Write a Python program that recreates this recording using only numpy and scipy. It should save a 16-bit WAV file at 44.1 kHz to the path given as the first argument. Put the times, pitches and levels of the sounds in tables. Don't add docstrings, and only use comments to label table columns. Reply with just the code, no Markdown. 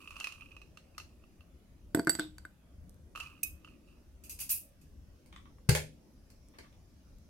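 import sys
import numpy as np
from scipy import signal
from scipy.io import wavfile
from scipy.ndimage import uniform_filter1d

SR = 44100
rng = np.random.default_rng(int(sys.argv[2]) if len(sys.argv) > 2 else 0)


def unload_wav(signal):
    wavfile.write(
        sys.argv[1],
        SR,
        np.round(np.clip(np.atleast_2d(signal).T, -1, 1) * 32767).astype(np.int16),
    )


N = 321489
T = np.arange(SR // 2) / SR

# frequency in Hz, relative level in dB, t60 in seconds,
# left-right difference in dB, left phase lead in radians.
TUB_HIGH = [(2520, -7.5, 0.023, -4, 7), (2631, 2, .042, -6, 0.44), (2834, -4.5, 0.051, -5, 2.1)]
TUB_PITCH_HZ = TUB_HIGH[1][0]


def amp(db):
    return 10 ** (np.asarray(db) / 20)


def evened(x):
    return x / np.sqrt(np.mean(x ** 2) + 1e-20)


def read(points, hz):
    f, value = np.transpose(points)
    return np.interp(np.log(hz + 1), np.log(f + 1), value)


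def sides(db):
    return amp(np.array([db, -db]) / 2).reshape(2, -1)


def add(mix, s, sound):
    part = mix[:, max(round(s * SR), 0):][:, :sound.shape[1]]
    part += sound[:, :part.shape[1]]


def cut(x, hz, kind, order=2):
    return signal.sosfilt(signal.butter(order, min(hz, .49 * SR), kind, fs=SR, output="sos"), x)


def ring(modes, free=1, tilt_db=0, pitch=1, contact=0.00024):
    centre = np.mean([m[0] for m in modes])
    tones = 0
    for hz, db, t60, pan, lead in modes:
        decay_db = -60 * T / (t60 * max(abs(free), .02))
        envelope = amp(db + tilt_db * np.log2(hz / centre) + decay_db)
        phase = np.array([[lead], [-lead]]) / 2
        tones = tones + envelope * sides(pan) * np.sin(2 * np.pi * hz * pitch * T + phase)
    return tones * (1 - np.exp(-T / contact))


def colour(x, points, tilt_db=0, peaks=(), size=4096):
    hz = abs(np.fft.fftfreq(size, 1 / SR))
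    db = read(points, hz) + tilt_db * np.log2(1 + hz / 1000)
    db = db + sum(lift / (1 + (2 * (hz - f) / width) ** 2) for f, width, lift in peaks)
    response = np.exp(np.conj(signal.hilbert(np.log(amp(db)))))
    taps = np.fft.ifft(response).real[:size // 2]
    return signal.fftconvolve(x, taps[None] / np.linalg.norm(taps), axes=1)[:, :x.shape[1]]


def burst(rise, t60):
    shape = (1 - np.exp(-T / max(rise, 1e-5))) * amp(-60 * T / max(t60, 1e-4))
    return rng.standard_normal((2, len(T))) * shape / shape.max()


def paired(z, hz):
    # frequency in Hz, left-right correlation.
    likeness = [(30, 0.98), (200, 0.88), (400, 0.7), (800, .35), (1500, .1), (16000, 0)]
    same = np.clip(read(likeness, hz), -1, 1)[:, None]
    return np.array([z[0], same * z[0] + np.sqrt(1 - same ** 2) * z[1]])


def room(x, build=0.0047):
    # frequency in Hz, t60 in seconds.
    band_t60 = [(100, 0.56), (350, 0.3), (1000, 0.2), (3000, 0.27), (8000, 0.25), (15000, 0.21)]
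    hz, t, z = signal.stft(rng.choice([-1., 1.], (2, len(T))), SR, nperseg=256)
    decay = amp(-60 * t / read(band_t60, hz)[:, None])
    tail = signal.istft(paired(z, hz) * decay, SR, nperseg=256)[1][:, :len(T)]
    tail = tail * (1 - np.exp(-(T / build) ** 2))
    return signal.fftconvolve(x, tail / np.linalg.norm(tail[0]), axes=1)[:, :N]


def background(patchy_db=2.5, hiss_hz=5400, hiss_width_hz=1300, drone_hz=310, drone_width_hz=25):
    # frequency in Hz, relative level in dB per Hz.
    rumble = [(12, -39.5), (20, -13), (70, 0.5), (101, -13.5), (200, -12.5), (310, -15.5), (434, -25),
              (574, -22.5), (780, -31.5), (1860, -38), (2750, -38.5), (3950, -42.5), (5850, -40.5),
              (7520, -45.5), (10800, -44), (16000, -50)]
    # frequency in Hz, level difference in dB.
    lean = [(30, -2.5), (120, 5.5), (500, -2.5), (5000, 0.5), (12000, -5.5)]
    # time in seconds, lift in dB.
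    hiss_drift = [(0, 3), (2.5, -1.5), (6.6, 5)]
    level_db = -57
    drone_db, swell_db, swell_s, swell_width_s = -1, 12, 3.63, .24
    hz, t = np.fft.rfftfreq(2048, 1 / SR), np.arange(N // 512 + 5) * 512 / SR
    a, b = rng.standard_normal((2, 2, len(hz), len(t)))
    patches = uniform_filter1d(rng.standard_normal(a.shape[1:]), size=8, axis=0)
    patches = evened(uniform_filter1d(patches, size=10, axis=1))
    hiss_band = np.exp(-((hz - hiss_hz) / hiss_width_hz) ** 2)[:, None]
    hiss = hiss_band * np.interp(t, *np.transpose(hiss_drift))
    swell = drone_db + swell_db * np.exp(-((t - swell_s) / swell_width_s) ** 2)
    drone = np.exp(-((hz - drone_hz) / drone_width_hz) ** 2)[:, None] * swell
    db = read(rumble, hz)[:, None] + patchy_db * patches + hiss + drone
    z = paired(a + 1j * b, hz) * amp(db) * sides(read(lean, hz))[:, :, None]
    return amp(level_db) * evened(signal.istft(z, nperseg=2048, noverlap=1536)[1][:, :N])


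def clatter(rows, spectrum, peaks=(), pan_db=0, blur_s=0.0071):
    near, far = np.zeros((2, 2, N))
    for s, db, rise, t60, tilt_db, room_db in rows:
        lifts = [(hz, width, lift / (1 + rise / blur_s)) for hz, width, lift in peaks]
        hit = amp(db) * colour(burst(rise, t60), spectrum, tilt_db, lifts)
        add(near, s, hit)
        add(far, s, amp(room_db) * hit)
    return sides(pan_db) * (near + room(far))


def small_taps():
    # start in seconds, level in dB, rise in seconds, t60 in seconds,
    # brightness in dB per octave, room level relative to the tap in dB.
    taps = [(5.326, -51.5, 0.00091, 0.023, 2.5, 0.5), (5.361, -47, 0.00077, 0.019, 2, -1),
            (5.455, -57.5, .001, 0.028, -4, 0.5), (5.583, -60, 0.0009, 0.02, -18, -7),
            (6.537, -65, 0.0026, 0.046, -4.5, 5.5), (6.632, -65, 0.0018, 0.043, -3, 9),
            (6.726, -67, .001, 0.029, 6, 1.5)]
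    # frequency in Hz, relative level in dB per Hz.
    tap_spectrum = [(300, -48), (800, -6.5), (1150, 2.5), (1500, -6.5), (2100, -2), (2900, -9.5),
                    (3600, -5.5), (4500, -21), (8000, -25), (16000, -45)]
    return clatter(taps, tap_spectrum)


def door(squeeze=0.011, room_db=-19):
    # start in seconds, level in dB.
    shuts = [(5.6889, -7.5)]
    # frequency in Hz, relative level in dB, t60 in seconds,
    # left-right difference in dB, left phase lead in radians.
    cabinet = [(124.8, 7, 0.06, 4.5, 0.37), (152.3, -14.5, 0.38, 3.5, 0.27), (76.2, -14, 0.26, 1.5, .2),
               (105, -14, 0.13, 14, 0.25), (424, -36, 0.36, -29, 0)]
    out = np.zeros((2, N))
    for s, db in shuts:
        add(out, s, amp(db) * ring(cabinet, contact=squeeze))
    return out + amp(room_db) * room(out)


def freezer():
    # start in seconds, level in dB, rise in seconds, t60 in seconds,
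    # brightness in dB per octave, room level relative to the hit in dB.
    clacks = [(5.26, -61, 0.00082, 0.017, 0, 1), (5.689, -27, 0.0013, 0.045, -2.5, -4),
              (5.693, -20, 0.00059, 0.025, -2, -1.5), (6.301, -60, 0.0011, 0.027, 0, 1.5),
              (6.585, -46, 0.0016, 0.031, -6, -0.5)]
    catches = [(5.7503, -23.5, 0.00019, 0.04, 0, -0.38)]
    # frequency in Hz, relative level in dB per Hz.
    clack_spectrum = [(180, -34), (300, -10), (405, -3), (689, -9.5), (749, -19), (842, -8), (1030, -10.5),
                      (1080, -12.5), (1870, -15.5), (2030, -4.5), (3640, -16), (4370, -5.5), (6520, -10.5),
                      (9390, -8), (16000, -17)]
    catch_spectrum = [(180, -45), (300, -24), (447, -1), (762, -8.5), (842, -2.5), (1150, -16), (2250, -6),
                      (3830, -13.5), (4520, -13.5), (10400, -15.5), (16000, -27)]
    # Hz, width Hz, lift dB before the blur
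    clack_peaks, catch_peaks = [(1664, 224, 10.2), (4410, 194, 6.7)], [(1690, 170, 10.0)]
    rattle_and_taps = clatter(clacks, clack_spectrum, clack_peaks, pan_db=-1.0)
    return door() + rattle_and_taps + clatter(catches, catch_spectrum, catch_peaks)


def chinks():
    # start in seconds, level in dB, rise in seconds, t60 in seconds,
    # brightness in dB per octave, room level relative to the chink in dB.
    hits = [(3.4325, -23, .001, 0.021, 4.5, -10), (4.237, -51.5, .001, 0.063, -3, 3),
            (4.295, -41.5, .001, 0.045, -1, 4.5), (4.388, -45, .004, 0.072, -4.5, -2.5),
            (4.4, -39, .003, 0.044, -1.5, 5), (4.491, -34.5, 0.0089, 0.075, 0, 3),
            (4.501, -27.5, .005, 0.17, 13, -2.5), (4.812, -65, .003, 0.055, -5, 0.5)]
    # frequency in Hz, relative level in dB per Hz.
    metal_spectrum = [(300, -28.5), (1200, -25), (2100, -19.5), (2600, -7.5), (3300, -19), (5000, -11),
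                      (7000, -9), (9000, -6.5), (10500, -6), (13000, -6), (16000, -12)]
    # frequency in Hz, width in Hz, lift in dB before the blur.
    steel_peaks = [(2600, 300, 4), (4880, 220, 8), (5720, 130, 7), (6560, 300, 10), (8350, 300, 11),
                   (9330, 200, 12), (10330, 250, 9), (11350, 250, 12), (11950, 150, 6), (12230, 130, 6),
                   (12950, 300, 11), (13480, 130, 7)]
    return clatter(hits, metal_spectrum, steel_peaks, pan_db=-1)


def cutlery(room_db=-5):
    # start in seconds, tongs level in dB, spoon level in dB.
    rings = [(3.431, -35, -76), (3.475, -53.5, -80), (4.402, -54.5, -43), (4.509, -75, -35.5)]
    # frequency in Hz, relative level in dB,
    # t60 in seconds, left-right difference in dB, left phase lead in radians.
    tongs = [(2550, 0, .12, -5, -.3), (3790, -19, .06, -2, 1), (5055, -16, .09, -2, 0),
             (8330, -5, .07, -2, 1), (11300, -1, .06, -4, -1), (13000, 1, .05, -5, 0),
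             (13420, -5, .07, -5, 1), (15030, -6, .045, -5, 0)]
    spoon = [(2545, -11, .17, 0, 2), (2745, -12, .17, 0, -1), (9512, -4, .15, -2, 0),
             (10325, -1, .17, -2, 0), (10411, 0, .17, -2, .5), (10567, -3, .15, -3, -1),
             (11300, -3, .16, -3, 1), (12225, -1, .15, -3, 0), (13040, -1, .17, -4, -1),
             (14093, -6, .15, -4, 0), (14610, -3, .16, -4, 1), (15682, -7, .14, -4, 0)]
    out = np.zeros((2, N))
    for s, tongs_db, spoon_db in rings:
        add(out, s, amp(tongs_db) * ring(tongs) + amp(spoon_db) * ring(spoon, contact=.004))
    return out + amp(room_db) * room(out)


def stirring(t):
    # time of the peak in seconds, peak level in dB,
    # seconds of build-up per 10 dB, fading in dB per second.
    strokes = [(.25, -57, 0.82, 51), (.98, -76, 0.25, 22), (3.165, -49.5, 0.0061, 92),
               (3.67, -68, 0.037, 105), (3.89, -72.5, 0.049, 95)]
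    power = 0
    for s, db, build, fade in strokes:
        before, after = np.maximum(s - t, 0), np.maximum(t - s, 0)
        power = power + amp(db - 10 * before / build - fade * after) ** 2
    return np.sqrt(power)


def jostles():
    per_s, level_db, spread_db, detune = 24, 7, 1.5, 0.034
    chance, strength, low, pitch = rng.random((4, N))
    moving = stirring(np.arange(N) / SR) > amp(-80)
    rows = []
    for i in np.flatnonzero((chance < per_s / SR) & moving):
        db = 20 * np.log10(stirring(i / SR)) + level_db + spread_db * (2 * strength[i] - 1)
        hz = TUB_PITCH_HZ * (1 + detune * (2 * pitch[i] - 1))
        rows.append((i / SR, db - 12 * low[i], db, db - 17, hz))
    return rows


def tub(low_db=0, high_db=1, crack_db=6, crack_t60=0.027, cube_db=0, slips_per_s=520, hollow_db=-1,
        grain_db=3, slide_hiss_db=-9, room_db=-11, crack_room_db=-4):
    # start in seconds, then relative levels in dB of low body, high body
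    # and crack, pitch of the high body in Hz.
    knocks = [(0.0750, -49.5, -42, -64, 2624), (0.1072, -48, -46, -57.5, 2560),
              (0.1658, -45, -45, -58.5, 2630), (0.2005, -61, -46, -46.5, 2950),
              (0.2087, -42, -36.5, -64, 2730), (0.243, -54, -32, -44, 2570), (0.2707, -40, -35, -49, 2540),
              (0.3225, -70, -45.5, -55, 2740), (0.409, -65, -46.5, -65, 2510), (0.421, -53, -48, -80, 2710),
              (0.4593, -66, -52.5, -78, 2530), (0.5176, -68, -50, -71, 2530),
              (0.566, -53.5, -47.5, -65, 2580), (0.6168, -56, -50, -64.5, 2580),
              (0.7726, -51, -50.5, -58.5, 2730), (0.9806, -38.5, -54, -46, 2733),
              (0.9999, -53, -47, -59, 2680), (1.2388, -60, -63.5, -79, 2660), (1.4076, -61, -58, -73, 2710),
              (3.1513, -43.5, -50, -65, 2600), (3.1584, -38.5, -43, -54.5, 2720),
              (3.1753, -40.5, -48, -59, 2730), (3.201, -43, -47, -49.5, 2780),
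              (3.2055, -54, -35.5, -62, 2700), (3.234, -46.5, -66, -59.5, 2630),
              (3.261, -65, -45, -71, 2550), (3.6469, -51, -50, -67.5, 2750), (3.6754, -53, -58, -76, 2800)]
    # frequency in Hz, relative level in dB,
    # t60 in seconds, left-right difference in dB, left phase lead in radians.
    tub_low = [(655, -20, 0.036, 0.91, .3), (1187, -7, .03, 0.079, 0.52), (1197, -3.5, 0.04, 0.018, 1.2),
               (1270, -5, 0.027, 0.01, 1.5)]
    cube = [(4140, -1.5, 0.013, 21, -1), (5720, -6, 0.028, 17, 1), (6310, 0, 0.021, 4, 0)]
    # frequency in Hz, relative level in dB per Hz.
    ice_spectrum = [(300, -14), (700, -5.5), (1300, -3), (1800, -1.5), (3000, 1), (3600, -5), (4300, 1),
                    (6200, -6), (7500, -7), (11000, -8.5), (16000, -21)]
    out, cracks = np.zeros((2, 2, N))
    body, shifts = 0, np.linspace(.93, 1.07, 7)
    for shift in shifts:
        slips = rng.standard_normal((1, N)) * (rng.random(N) < slips_per_s / len(shifts) / SR)
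        resonance = ring(TUB_HIGH, pitch=shift) + amp(hollow_db) * ring(tub_low, pitch=shift)
        body = body + signal.oaconvolve(slips, resonance, axes=1)[:, :N]
    grain = amp(grain_db * evened(uniform_filter1d(rng.standard_normal(N), size=120)))
    hiss = evened(colour(grain * rng.standard_normal((2, N)), ice_spectrum, tilt_db=6.5))
    out += (evened(body) + amp(slide_hiss_db) * hiss) * stirring(np.arange(N) / SR)
    for s, low, high, crack, hz in knocks + jostles():
        shift = hz / TUB_PITCH_HZ
        low_body = amp(low + low_db) * ring(tub_low, pitch=shift)
        add(out, s, low_body + amp(high + high_db) * ring(TUB_HIGH, pitch=shift))
        snap = amp(crack_db) * colour(burst(0.00014, crack_t60), ice_spectrum)
        add(cracks, s, amp(crack) * (snap + amp(cube_db) * ring(cube, pitch=np.sqrt(shift))))
    return out + cracks + room(amp(room_db) * out + amp(crack_room_db) * cracks)


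def tumbler(tick_t60=0.016, tick_pan_db=-5, airborne=0.013, settle_db=-8, body_room_db=-13,
            wall_room_db=-10, small_hz=115, soft_hz=14000):
    # start in seconds, then relative levels in dB of coaster, hollow, wall
    # and tick, freedom of the wall to ring from 0 to 1, wall brightness in dB per octave.
    drops = [(1.9473, -15, -25.5, -27, -24, 0.52, 12), (1.973, -20, -38.5, -48, -49, 1, -2),
             (1.9903, -22, -37.5, -55, -51, 0.6, -4.5), (1.9946, -18, -27, -37.5, -35, .38, -6),
             (2.0713, -19.5, -15.5, -39, -30, 0.74, -4.5), (2.077, -23.5, -19.5, -53.5, -52, .1, 1.5),
             (2.0947, -28.5, -24.5, -18.5, -19.5, 1, 0.5), (2.1513, -36.5, -38.5, -34.5, -30, 0.43, -4),
             (2.1892, -31.5, -33, -61, -43, .2, 1), (2.195, -29.5, -21.5, -29.5, -28, 0.31, 1),
             (2.3825, -60, -45.5, -61, -41.5, 0.4, -18), (2.4512, -49, -33.5, -57, -49, .86, 6)]
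    # start in seconds, rocking of the glass in dB, glassy shimmer in dB.
    settles = [(2.195, -38, -40.5)]
    # start in seconds, level in dB.
    ice_cracks = [(2.049, -41), (2.895, -47.5), (2.944, -55.5), (6.486, -54), (7.185, -58)]
    # frequency in Hz, relative level in dB,
    # t60 in seconds (the wall's when free), left-right difference in dB, left phase lead in radians.
    coaster = [(175, -14, .05, 0, -.1), (258, -10, .035, -1, -.2), (312, 0, .04, -1, -.2),
               (390, -23, .06, 0, -.3), (530, -26, .1, -1, -.3), (672, -16, .07, -1, -.6),
               (770, -15, .02, 0, -.7), (880, -20, .04, 0, -.7)]
    hollow = [(1260, -14, 0.023, 0.0043, 0.7), (1511, 2, 0.022, 0.015, 0.34),
              (1600, -8.5, .018, 0.0013, 0.18), (2090, -22.5, 0.0679, 0.0079, -1.5)]
    glass = [(4619, -6, .095, 0, 0), (5150, -22, .04, -2, 1), (7877, 0, .056, -10, -1.8),
             (8230, -13, .04, -9, 1), (8690, -20, .05, -8, 0), (9050, -15, .03, -9, 2),
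             (11300, -21, .025, -6, 0), (12972, -13, .085, -6, -2.1), (13200, -15, .05, -7, 1.4)]
    # frequency in Hz, relative level in dB per Hz.
    tick_spectrum = [(300, -4), (1500, 0.5), (2600, -7), (4500, -4), (6500, -9), (8500, -2), (11000, -15.5),
                     (13300, -6), (14500, -27.5), (16000, -34.5)]
    shimmer_spectrum = [(500, -2.0), (2500, -13), (3200, -5), (3680, 8), (4100, -6), (5000, -9), (9000, -33)]
    body, wall = np.zeros((2, 2, N))
    damped = amp(settle_db * np.clip((T - airborne) / .004, 0, 1))
    for s, coaster_db, hollow_db, wall_db, tick_db, free, tilt_db in drops:
        add(body, s, amp(coaster_db) * ring(coaster, contact=.0007))
        add(body, s, amp(hollow_db) * ring(hollow, contact=0.00094))
        add(wall, s, amp(wall_db) * ring(glass, free, tilt_db) * damped)
        add(wall, s, amp(tick_db - 4) * sides(tick_pan_db) * colour(burst(.0001, tick_t60), tick_spectrum))
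    for s, rocking_db, shimmer_db in settles:
        add(body, s, amp(rocking_db) * ring([(308, 0, .33, 2, -.2)]))
        add(wall, s, amp(shimmer_db) * colour(burst(.0003, 0.21), shimmer_spectrum))
    for s, db in ice_cracks:
        crack = colour(burst(.0001, 0.0017), tick_spectrum, tilt_db=7.5)
        add(wall, s, amp(db) * sides(tick_pan_db) * crack)
    body, wall = cut(body, small_hz, "high"), cut(wall, soft_hz, "low", order=12)
    return body + wall + amp(body_room_db) * room(body) + amp(wall_room_db) * room(wall)


def scene():
    metal = chinks() + cutlery()
    return background() + small_taps() + freezer() + metal + tub() + tumbler()


def record(dry):
    edge_hz = 16050
    lowpass = signal.firwin(401, edge_hz, window=("kaiser", 9), fs=SR)
    return signal.oaconvolve(dry, lowpass[None], "same")


dry = scene()
out = record(dry)
unload_wav(out)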